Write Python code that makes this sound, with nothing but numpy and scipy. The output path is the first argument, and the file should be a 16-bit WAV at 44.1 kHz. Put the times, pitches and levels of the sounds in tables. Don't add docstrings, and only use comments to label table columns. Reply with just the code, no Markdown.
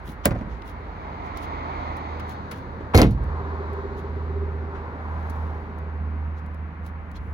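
import sys
import numpy as np
from scipy import signal
from scipy.fft import rfft, irfft, next_fast_len
from scipy.io import wavfile
from scipy.ndimage import uniform_filter1d, minimum_filter1d

SR = 44100
rng = np.random.default_rng(int(sys.argv[2]) if len(sys.argv) > 2 else 0)


def store_pcm(level_fs):
    pcm = np.round(np.clip(level_fs, -1, 1) * 32767).astype(np.int16)
    wavfile.write(sys.argv[1], SR, np.atleast_2d(pcm).T)


N = 323253
T = np.arange(N) / SR
RING_T = T[:SR]

# [pitch_hz, level_db]
TOWN_COLOUR = [(200, -19), (600, -3), (1300, 4.5), (2100, -1.5), (2900, -13.5), (4500, -35), (8000, -41.5),
               (16000, -40.5)]
# [pitch_hz, level_db]
RUMBLE_COLOUR = [(20, -34), (33, -11), (44, 6.5), (56, 8.5), (70, -8), (100, 1), (130, -24), (250, -61.5)]
BODY_COLOUR = [(60, -23.5), (105, 2.5), (170, -1), (260, -1), (350, -5.5), (500, -6.5), (800, -28.5),
               (2000, -59.5)]
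# [time_s, deep_db, body_db]
RUMBLE_LEVEL = [(0, -40, -46.5), (1.0, -39.5, -42.5), (2.0, -43.5, -39.5), (3.6, -44, -38.5),
                (5.0, -45, -40.5), (6.95, -46.5, -47), (7.25, -34, -45.5)]
# [pitch_hz, level_db]
ROAR_CABIN = [(200, -11.5), (300, 1.5), (400, -8), (550, -5), (700, 0), (880, 0.5), (1100, 1.5),
              (1300, -3.5), (1600, -14.5), (2100, -8.5), (2450, -17.5), (2800, -25), (3600, -27.5),
              (6000, -71.5)]
ROAR_DRIVE = [(300, -18.5), (480, -7), (700, -6), (950, -2.5), (1300, -8), (1600, -12), (2100, -20),
              (3200, -43.5), (6000, -73)]
# [pitch_hz, level_db]
HISS_COLOUR = [(1800, -22.5), (3000, -1.5), (3700, 4), (4300, 3), (5400, -9), (6300, -9.5), (7200, -15),
               (8500, -33.5), (11000, -25), (16000, -32)]
# [pitch_hz, left_minus_right_db]
CABIN_BALANCE = [(550, -4), (780, -6), (1000, -7.5), (1200, -0.5)]
# [nearest_s, roar_db, hiss_db, half_amplitude_s, extra_left_lag_s, tread_hz, tread_db]
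CARS = [(1.72, -33, -57.5, 0.59, 0.00028, 893, -44), (3.55, -38.5, -64, 0.48, 0.000065, 1020, -44.5),
        (5.2, -40, -73, 0.55, 0.000056, 922, -44.5)]

# [time_s, firing_hz]
FIRING = [(0, 78.19), (5.7, 78.88), (6.1, 77.57), (7, 78.8), (7.33, 75.3)]
# [multiple_of_cycle_rate, level_db]
ENGINE_ORDERS = [(3, -28), (4, -21.5), (5, -0.5), (10, -22.5), (15, -24.5)]
# [time_s, level_db]
HUM_LEVEL = [(0, -45.5), (1.5, -39.5), (2.2, -35), (2.55, -43.5), (3.3, -29.5), (3.68, -29), (3.9, -35),
             (4.38, -25.5), (4.95, -35.5), (5.17, -28.5), (5.5, -28), (5.64, -36.5), (6.17, -26),
             (6.51, -34), (6.62, -30), (6.73, -41), (6.83, -31.5), (7.15, -39), (7.33, -27.5)]
# [time_s, level_db]
THROB_LEVEL = [(3.1, -48), (3.5, -30), (3.8, -27.5), (4.1, -30.5), (4.4, -26.5), (4.79, -32), (4.87, -37.5),
               (5.42, -46), (5.52, -35), (6.15, -41), (6.45, -68)]

# [start_s, level_db, t60_s]
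TICKS = [(0.62, -60, .02), (1.3716, -31.5, 0.016), (1.965, -49.5, 0.065), (2.196, -43, 0.024),
         (2.292, -43, .03), (2.512, -38, 0.06), (3.236, -54.5, 0.044), (3.732, -49, 0.024),
         (5.296, -44.5, 0.054), (5.7845, -49, .02), (6.4623, -48, 0.011), (6.5443, -50, 0.017),
         (6.862, -44.5, 0.034), (7.1145, -43, .012), (7.1647, -54, 0.033)]
# [pitch_hz, level_db]
TICK_COLOUR = [(600, -20), (2000, -15), (4200, 1), (7000, -1.5), (11000, 0.5), (16000, 0)]
# [start_s, centre_hz, width_hz, level_db, t60_s]
SCUFFS = [(.085, 181, 122, -31.5, 0.2), (.248, 1100, 1500, -28, 0.069), (.47, 149, 120, -34, 0.36),
          (0.619, 2800, 2490, -40.5, 0.023), (2.196, 1200, 1400, -34, 0.072),
          (2.513, 850, 1490, -32, 0.099), (2.805, 278, 300, -32, 0.12), (4.748, 1125, 880, -43, 0.37)]
# [centre_hz, width_hz, level_db, t60_s]
CLINK_MODES = [(2207, 500, -49, .05), (3480, 300, -47, .045), (4160, 200, -48, .07)]
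# [centre_s, spread_s, rasp_db, sizzle_db]
BRUSHES = [(0.094, 0.026, -54.5, -56.5), (0.256, 0.0084, -39.5, -62), (.392, 0.014, -60, -78.5),
           (0.531, 0.032, -61.5, -80), (0.686, 0.022, -56.5, -62), (1.265, .015, -59, -73),
           (1.378, 0.016, -52, -68), (1.436, 0.016, -51.5, -58), (2.31, .019, -52.5, -60),
           (2.566, 0.033, -60, -68), (3.99, 0.014, -57.5, -66), (5.335, .2, -65.5, -73),
           (6.385, 0.014, -62.5, -74), (6.869, .02, -63, -68), (7.165, 0.011, -54, -71)]
# [pitch_hz, level_db]
RASP_COLOUR = [(1000, -11.5), (3300, 2), (4500, -4.5), (6500, -6), (9000, -19.5), (16000, -40)]
SIZZLE_COLOUR = [(4000, -35.5), (8000, -7.5), (10500, -1.5), (13500, -5), (15500, 1), (18000, -20)]

# [start_s, frame_thump_db, trim_clatter_db, catch_click_db]
SEAT_BLOWS = [(0.2552, -25.5, -2, 2), (0.2567, 2, 0, -12), (0.275, -8.5, -21.5, -36),
              (0.3078, -10, -15.5, -40), (0.319, -12, -21, -45), (.354, -12.5, -25.5, -54),
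              (.411, -11, -22.5, -57), (.428, -12.5, -29, -64)]
# [pitch_hz, level_db, t60_s]
SEAT_MODES = [(42, -32, 1.2), (61.1, -35, 1.4), (75.6, -26, 0.6), (114.3, -26, 0.49), (179, -35, 0.51),
              (203, -13.5, 0.096), (255, -18.5, 0.12), (420, -28, 0.11), (590, -10.5, 0.045),
              (640, -16.5, .035), (1280, -36, 0.049), (1580, -19.5, 0.05), (2300, -36.5, 0.075)]
# [pitch_hz, octave_band_db, t60_s]
SEAT_TRIM = [(60, -25, 0.47), (202.7, -36, 1), (403, -31, 0.37), (800, -12.5, 0.029), (1598, -22, 0.057),
             (3240, -25.5, 0.065), (6240, -42.5, 0.054), (13690, -41.5, .05)]
# [centre_hz, width_hz, level_db]
SEAT_CATCH = [(3500, 2500, -23.5), (7400, 1300, -14.5), (10100, 1700, -19.5), (15120, 4000, -15)]
# [start_s, centre_hz, width_hz, level_db, t60_s]
SEAT_KNOCKS = [(.2575, 617, 161, -13, 0.047), (0.2587, 530, 120, -15, .06), (.3125, 560, 500, -25.5, 0.075),
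               (.3485, 1100, 900, -33.5, 0.028), (.3555, 560, 300, -26.5, .05),
               (.3615, 1200, 900, -34.5, .03), (.411, 229, 160, -29, 0.14)]
# [start_s, pitch_hz, level_db, t60_s]
SEAT_SETTLE = (.49, 59.2, -18.5, .36)

# [start_s, shell_thump_db, panel_clatter_db, latch_click_db]
DOOR_BLOWS = [(2.9459, -11.5, 3.5, -18), (2.951, 10.5, -4, -6), (2.964, -4.5, -8.5, -6),
              (2.976, -10.5, -5.5, -3), (2.981, 3, 9.5, -7.5), (2.991, -10, 2, -12.5), (2.998, 4, 0, -29),
              (3.0167, 4.5, 4, -9.5), (3.0211, 5, 1, -30.5), (3.041, -9, -10, -37),
              (3.109, -25, -33, -30.5)]
# [pitch_hz, level_db, t60_s]
DOOR_MODES = [(45.95, -27, 0.74), (60.35, -23.5, 0.91), (71, -25, 0.28), (93, -16, 0.45), (136, -24, 0.84),
              (203, -18.5, 0.22), (243.4, -19.5, 0.3), (272, -20.5, .25), (304, -19.5, 0.24),
              (386, -24, 0.12), (453.6, -16.5, 0.14), (574, -24.5, 0.15), (643, -23.5, 0.11),
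              (706, -22.5, 0.16), (1303, -30.5, 0.14), (1620, -48.5, 0.16), (1990, -32.5, 0.15),
              (2140, -24, 0.18)]
# [pitch_hz, octave_band_db, t60_s]
DOOR_PANELS = [(50, -27, 0.42), (130, -13.5, 0.44), (285.5, -22.5, 0.24), (550, -10.5, 0.11),
               (1090, -26, 0.13), (2023, -27.5, 0.17), (3190, -41, 0.28), (5000, -35, .11),
               (8000, -44, 0.11), (14040, -41, .09)]
# [centre_hz, width_hz, level_db]
DOOR_LATCH = [(2600, 1100, -24.5), (4350, 1500, -15.5), (6600, 1500, -21), (11100, 2500, -18),
              (15300, 1500, -24.5)]
# [pitch_hz, level_db, t60_s]
LATCH_RING = [(2700, -35.5, .14), (3092, -47, .15), (3730, -37.5, .12), (3960, -25.5, .14),
              (4300, -19.5, .14), (4270, -35.5, 0.151), (4570, -42, 0.14), (6900, -43, 0.11),
              (10900, -34, 0.06)]
# [start_s, pitch_hz, level_db]
LATCH_CRACKS = [(2.9764, 4550, -2.5), (3.0169, 4750, -2)]
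# [multiple_of_pitch, level_db, t60_s]
PAWL_MODES = [(.29, -9, .008), (.46, -7, .007), (.63, -9, .006), (.93, 0, .007), (1.05, -1, .006),
              (1.27, -7, .004), (1.48, -8, .004), (2.5, -11, .003)]
# [start_s, centre_hz, width_hz, level_db, t60_s]
DOOR_KNOCKS = [(2.935, 1030, 397, -20.5, 0.094), (2.942, 620, 401.5, -16, 0.14),
               (2.947, 1350, 895, -12, 0.017), (2.9485, 550, 350, -13.5, 0.027),
               (2.95, 272, 140.1, 2.5, 0.065), (2.985, 301, 49.9, -13, 0.25), (3.003, 698, 300, -13, .09),
               (3.029, 2390, 2200, -16, 0.036), (3.048, 560, 400, -19.5, .07),
               (3.055, 115.5, 60.3, -11, 0.45), (3.066, 3180, 3000, -34, 0.051)]
# [start_s, first_hz, last_hz, level_db, t60_s]
CABIN_PUSH = (2.953, 140, 53, 5, .27)

# [pitch_hz, seat_db, door_db, surroundings_db, passing_cars_db]
DIFFUSE = [(60, -18.5, -24, -9.5, -19.5), (249.4, -14, -15.5, -17, -17.5), (550, -8.5, -13, -14, -15.5),
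           (1190, 2.5, -14, -5, -8.5), (2100, 5, 0, 1, -4.5), (4000, -10, 1, 0, -3.5),
           (6970, -19.5, -26, -3, -4.5), (14700, -20.5, -26, -31, -10)]
SEAT, DOOR, SURROUNDINGS, PASSING_CARS = 1, 2, 3, 4
# [pitch_hz, left_minus_right_db]
PORT_BALANCE = [(50, -3.5), (130, -2), (280, -0.5), (550, -1), (1200, 1.5), (2300, 2), (4500, -3),
                (9000, 0)]

TOWN_DB, FAR_ROAR_DB, FAR_HISS_DB = -51, -45.5, -67.5
LEAVE_CABIN_S = (2.1, 2.4)
RETREAT_S = 5.2
RETREAT_DB_PER_S, HISS_RETREAT_DB_PER_S = 1, 4
DRONE_HZ, DRONE_WIDTH_HZ, DRONE_DB = 176.6, 77, -44
DRONE_RISE_S = (4.8, 5.17)
FLICKER_DB, TREAD_FLICKER_DB, TREAD_WIDTH_HZ = .5, 3, 330
HISS_LATE_S = .12

HUM_WAVER_DB, THROB_TRIM_DB = 1.12, -5
EXHAUST_HZ, EXHAUST_WIDTH_HZ, GAS_SHARE = 398.5, 130, .35
PUFF_SCATTER_DB, PUFF_SLIP_RAD = 3, .6
PUFF_WIDTH, PUFF_JITTER = .12, .14
PUFF_FLOOR = .7

CLINK_S, CLINK_RISE_S, TICK_RISE_S = 7.1612, .002, .0012
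BRUSH_GRAIN_DB, BRUSH_GRAINS_PER_S = 2.5, 900

SEAT_PAD_HZ = 1100
SEAT_CORNER_HZ, DOOR_CORNER_HZ = 18000, 60000
SEAL_S, SEAL_HZ, SEAL_WIDTH_HZ, SEAL_DB = 2.937, 1150, 1300, -24
SEAL_SQUEEZE_S, SEAL_T60_S = .006, .19
PUSH_SAG_S, PUSH_RISE_S = .012, .0085

PORT_LAG_S = 8 / 44100
LIMIT_DB, LIMIT_HOLD_S, LIMIT_SLEW_S = -6.5, .14, .015
LOW_CUT_HZ, TOP_HZ = 36, 16000
CEILING = 1.2


def amp(db):
    return 10 ** (np.asarray(db) / 20)


def at_hz(table, hz, column=1):
    table = np.array(table, float)
    return np.interp(np.log(np.maximum(hz, 1)), np.log(table[:, 0]), table[:, column])


def curves(table):
    s, *columns = np.transpose(table)
    return [np.interp(T, s, column) for column in columns]


def walk(rate):
    size = int(SR / rate)
    held = np.repeat(rng.standard_normal(N // size + 1), size)
    return uniform_filter1d(held, size)[:N] * np.sqrt(3 / 2)


def noise(gain_at, size, diffuse=SURROUNDINGS):
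    length = next_fast_len(size)
    hz = np.fft.rfftfreq(length, 1 / SR)
    common, apart = np.exp(2j * np.pi * rng.random((2, len(hz))))
    apart = apart * amp(at_hz(DIFFUSE, hz, diffuse))
    ports = np.array([common + apart, common - apart])
    x = irfft(ports * gain_at(hz), length)[:, :size]
    return x / x.std()


def coloured(colour, size=N):
    return noise(lambda hz: amp(at_hz(colour, hz)), size)


def band(centre, width, size, diffuse=SURROUNDINGS):
    def gain_at(hz):
        detuning = (hz ** 2 - centre ** 2) / (np.maximum(hz, 1) * width)
        return 1 / (1 + detuning ** 2)
    return noise(gain_at, size, diffuse)


def fade(t60):
    return np.exp(-np.log(1000) * RING_T / max(t60, 1e-3))


def swell(rise_s, t60):
    return (1 - np.exp(-RING_T / rise_s)) * fade(t60)


def add(out, s, sound):
    start = max(int(s * SR), 0)
    out[:, start:start + sound.shape[-1]] += sound[..., :N - start]


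def pan(x, left_db):
    return x * amp(np.array([[left_db], [-left_db]]) / 2)


def from_road(colour, lag_s, balance=None):
    def gain_at(hz):
        tilt = amp(at_hz(balance, hz) / 2) if balance else np.ones(len(hz))
        left_delay = np.exp(-2j * np.pi * hz * lag_s)
        return amp(at_hz(colour, hz)) * np.array([tilt * left_delay, 1 / tilt])
    return noise(gain_at, N, PASSING_CARS)


def cars():
    out, outside = 0, np.interp(T, LEAVE_CABIN_S, [0, 1])
    for s, roar_db, hiss_db, half_s, lag_s, tread_hz, tread_db in CARS:
        tyres = np.sqrt(1 - outside) * from_road(ROAR_CABIN, lag_s, CABIN_BALANCE)
        tyres = tyres + np.sqrt(outside) * from_road(ROAR_DRIVE, lag_s)
        tread_gain = amp(tread_db + TREAD_FLICKER_DB * walk(25))
        tread = tread_gain * band(tread_hz, TREAD_WIDTH_HZ, N, PASSING_CARS)
        roar = amp(roar_db + FLICKER_DB * walk(21)) * tyres + tread
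        hiss = amp(hiss_db + FLICKER_DB * walk(13)) * from_road(HISS_COLOUR, lag_s)
        hiss_pass = np.exp(-.5 * ((T - s - HISS_LATE_S) / half_s) ** 2)
        out = out + roar / (1 + ((T - s) / half_s) ** 2) + hiss * hiss_pass
    return out


def road():
    away_s = np.maximum(T - RETREAT_S, 0)
    rumble_db, body_db = curves(RUMBLE_LEVEL)
    rumble = amp(rumble_db) * coloured(RUMBLE_COLOUR)
    body = amp(body_db) * coloured(BODY_COLOUR)
    traffic = cars() + amp(FAR_ROAR_DB) * coloured(ROAR_DRIVE) + body
    drone = amp(DRONE_DB) * np.interp(T, DRONE_RISE_S, [0, 1]) * band(DRONE_HZ, DRONE_WIDTH_HZ, N)
    far_hiss = amp(FAR_HISS_DB - HISS_RETREAT_DB_PER_S * away_s) * coloured(HISS_COLOUR)
    town = amp(TOWN_DB) * coloured(TOWN_COLOUR)
    return rumble + amp(-RETREAT_DB_PER_S * away_s) * (traffic + drone) + far_hiss + town


def engine_hum(turns):
    hum = 0
    for order, db in ENGINE_ORDERS:
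        phase = 2 * np.pi * (round(order) * turns + rng.random())
        hum = hum + amp(db + HUM_WAVER_DB * walk(13)) * np.sin(phase)
    return np.sqrt(2) * hum


def exhaust(turns, cycle_hz):
    scatter = rng.uniform(-1, 1, (N // 1000, 3))
    strength, slip, late = scatter[turns.astype(int)].T
    within = turns % 1
    tone = np.sin(2 * np.pi * EXHAUST_HZ * within / cycle_hz + PUFF_SLIP_RAD * slip)
    pipe = tone + GAS_SHARE * band(EXHAUST_HZ, EXHAUST_WIDTH_HZ, N)
    broad = PUFF_FLOOR * np.sqrt(np.sin(np.pi * within))
    peak = np.exp(-.5 * ((within - .5 - PUFF_JITTER * late) / PUFF_WIDTH) ** 2)
    return pipe * (broad + peak) * amp(PUFF_SCATTER_DB * strength) / np.sqrt(2)


def engine():
    (firing_hz,), (hum_db,), (throb_db,) = curves(FIRING), curves(HUM_LEVEL), curves(THROB_LEVEL)
    cycle_hz = firing_hz / 5
    turns = np.cumsum(cycle_hz) / SR
    hum = engine_hum(turns) * amp(hum_db)
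    return hum + exhaust(turns, cycle_hz) * amp(throb_db + THROB_TRIM_DB)


def brushes():
    rasp, sizzle = coloured(RASP_COLOUR), coloured(SIZZLE_COLOUR)
    rustle = 0
    for s, spread_s, rasp_db, sizzle_db in BRUSHES:
        stroke = np.exp(-.5 * ((T - s) / spread_s) ** 2)
        rustle = rustle + stroke * (amp(rasp_db) * rasp + amp(sizzle_db) * sizzle)
    return rustle * amp(BRUSH_GRAIN_DB * walk(BRUSH_GRAINS_PER_S))


def handling():
    out = np.zeros((2, N))
    for s, db, t60 in TICKS:
        add(out, s, amp(db) * coloured(TICK_COLOUR, SR) * swell(TICK_RISE_S, t60))
    for s, hz, width, db, t60 in SCUFFS:
        add(out, s, amp(db) * band(hz, width, SR) * swell(TICK_RISE_S, t60))
    for hz, width, db, t60 in CLINK_MODES:
        add(out, CLINK_S, amp(db) * band(hz, width, SR) * swell(CLINK_RISE_S, t60))
    return out + brushes()


def ring(modes):
    return sum(amp(db) * fade(t60) * np.sin(2 * np.pi * hz * RING_T) for hz, db, t60 in modes)


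def thump(modes, contact_s):
    return ring(modes) * (1 - np.exp(-RING_T / contact_s))


def clatter(panels, corner_hz, diffuse):
    out = 0
    for hz in 55 * 2. ** np.arange(9):
        gain = amp(at_hz(panels, hz)) / np.hypot(1, hz / corner_hz)
        envelope = (1 - np.exp(-RING_T * 2 * np.pi * hz)) * fade(at_hz(panels, hz, column=2))
        out = out + gain * envelope * band(hz, hz, SR, diffuse)
    return out


def click(catch, snap_t60, tail_t60, tail_db):
    metal = sum(amp(db) * band(hz, width, SR, SEAT) for hz, width, db in catch)
    return metal * (fade(snap_t60) + amp(tail_db) * fade(tail_t60))


def knocks(table, diffuse):
    out = np.zeros((2, N))
    for s, hz, width, db, t60 in table:
        add(out, s, amp(db) * band(hz, width, SR, diffuse) * swell(1 / (2 * width), t60))
    return out


def boom(s, first_hz, last_hz, db, t60):
    out = np.zeros((2, N))
    hz = last_hz + (first_hz - last_hz) * np.exp(-RING_T / PUSH_SAG_S)
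    add(out, s, amp(db) * swell(PUSH_RISE_S, t60) * np.sin(2 * np.pi * np.cumsum(hz) / SR))
    return out


def seat():
    out = knocks(SEAT_KNOCKS, SEAT)
    for s, thump_db, clatter_db, click_db in SEAT_BLOWS:
        force, pad_hz = amp(clatter_db), SEAT_PAD_HZ * amp(thump_db)
        padded = [(hz, db - 10 * np.log10(1 + (hz / pad_hz) ** 4), t60) for hz, db, t60 in SEAT_MODES]
        add(out, s, amp(thump_db) * thump(padded, contact_s=.00086))
        add(out, s, force * clatter(SEAT_TRIM, SEAT_CORNER_HZ * force, SEAT))
        add(out, s, amp(click_db) * click(SEAT_CATCH, snap_t60=.012, tail_t60=.09, tail_db=-22))
    add(out, SEAT_SETTLE[0], thump([SEAT_SETTLE[1:]], contact_s=.03))
    return out


def door():
    out = knocks(DOOR_KNOCKS, DOOR)
    shell, steel = thump(DOOR_MODES, contact_s=.00067), ring(LATCH_RING)
    squeeze = swell(SEAL_SQUEEZE_S, SEAL_T60_S) * band(SEAL_HZ, SEAL_WIDTH_HZ, SR, DOOR)
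    add(out, SEAL_S, amp(SEAL_DB) * squeeze)
    for s, thump_db, clatter_db, click_db in DOOR_BLOWS:
        force = amp(clatter_db)
        snap = click(DOOR_LATCH, snap_t60=.0051, tail_t60=.086, tail_db=-3)
        add(out, s, amp(thump_db) * shell + force * clatter(DOOR_PANELS, DOOR_CORNER_HZ * force, DOOR))
        add(out, s, amp(click_db) * (steel + snap))
    for s, hz, db in LATCH_CRACKS:
        pawl = [(hz * multiple, mode_db, t60) for multiple, mode_db, t60 in PAWL_MODES]
        add(out, s, amp(db) * ring(pawl))
    return out + boom(*CABIN_PUSH)


def scene():
    return road() + engine() + handling() + pan(seat(), left_db=-0.7) + pan(door(), left_db=0.5)


def limit(x):
    slew, hold = int(LIMIT_SLEW_S * SR), int(LIMIT_HOLD_S * SR)
    level = np.sqrt(np.abs(uniform_filter1d(np.mean(x ** 2, axis=0), slew)))
    gain = amp(LIMIT_DB) / np.maximum(level, amp(LIMIT_DB))
    held = minimum_filter1d(gain, hold, origin=(hold - 1) // 2)
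    return x * uniform_filter1d(held, slew)


def record(dry):
    length = next_fast_len(N + SR // 10)
    hz = np.fft.rfftfreq(length, 1 / SR)
    tilt = amp(at_hz(PORT_BALANCE, hz) / 2)
    ports = np.array([tilt * np.exp(-2j * np.pi * hz * PORT_LAG_S), 1 / tilt])
    x = irfft(rfft(dry, length) * ports, length)[:, :N]
    x = signal.sosfilt(signal.butter(4, LOW_CUT_HZ, "high", fs=SR, output="sos"), x)
    x = CEILING * np.tanh(limit(x) / CEILING)
    return signal.sosfilt(signal.ellip(8, .2, 70, TOP_HZ, fs=SR, output="sos"), x)


dry = scene()
out = record(dry)
store_pcm(out)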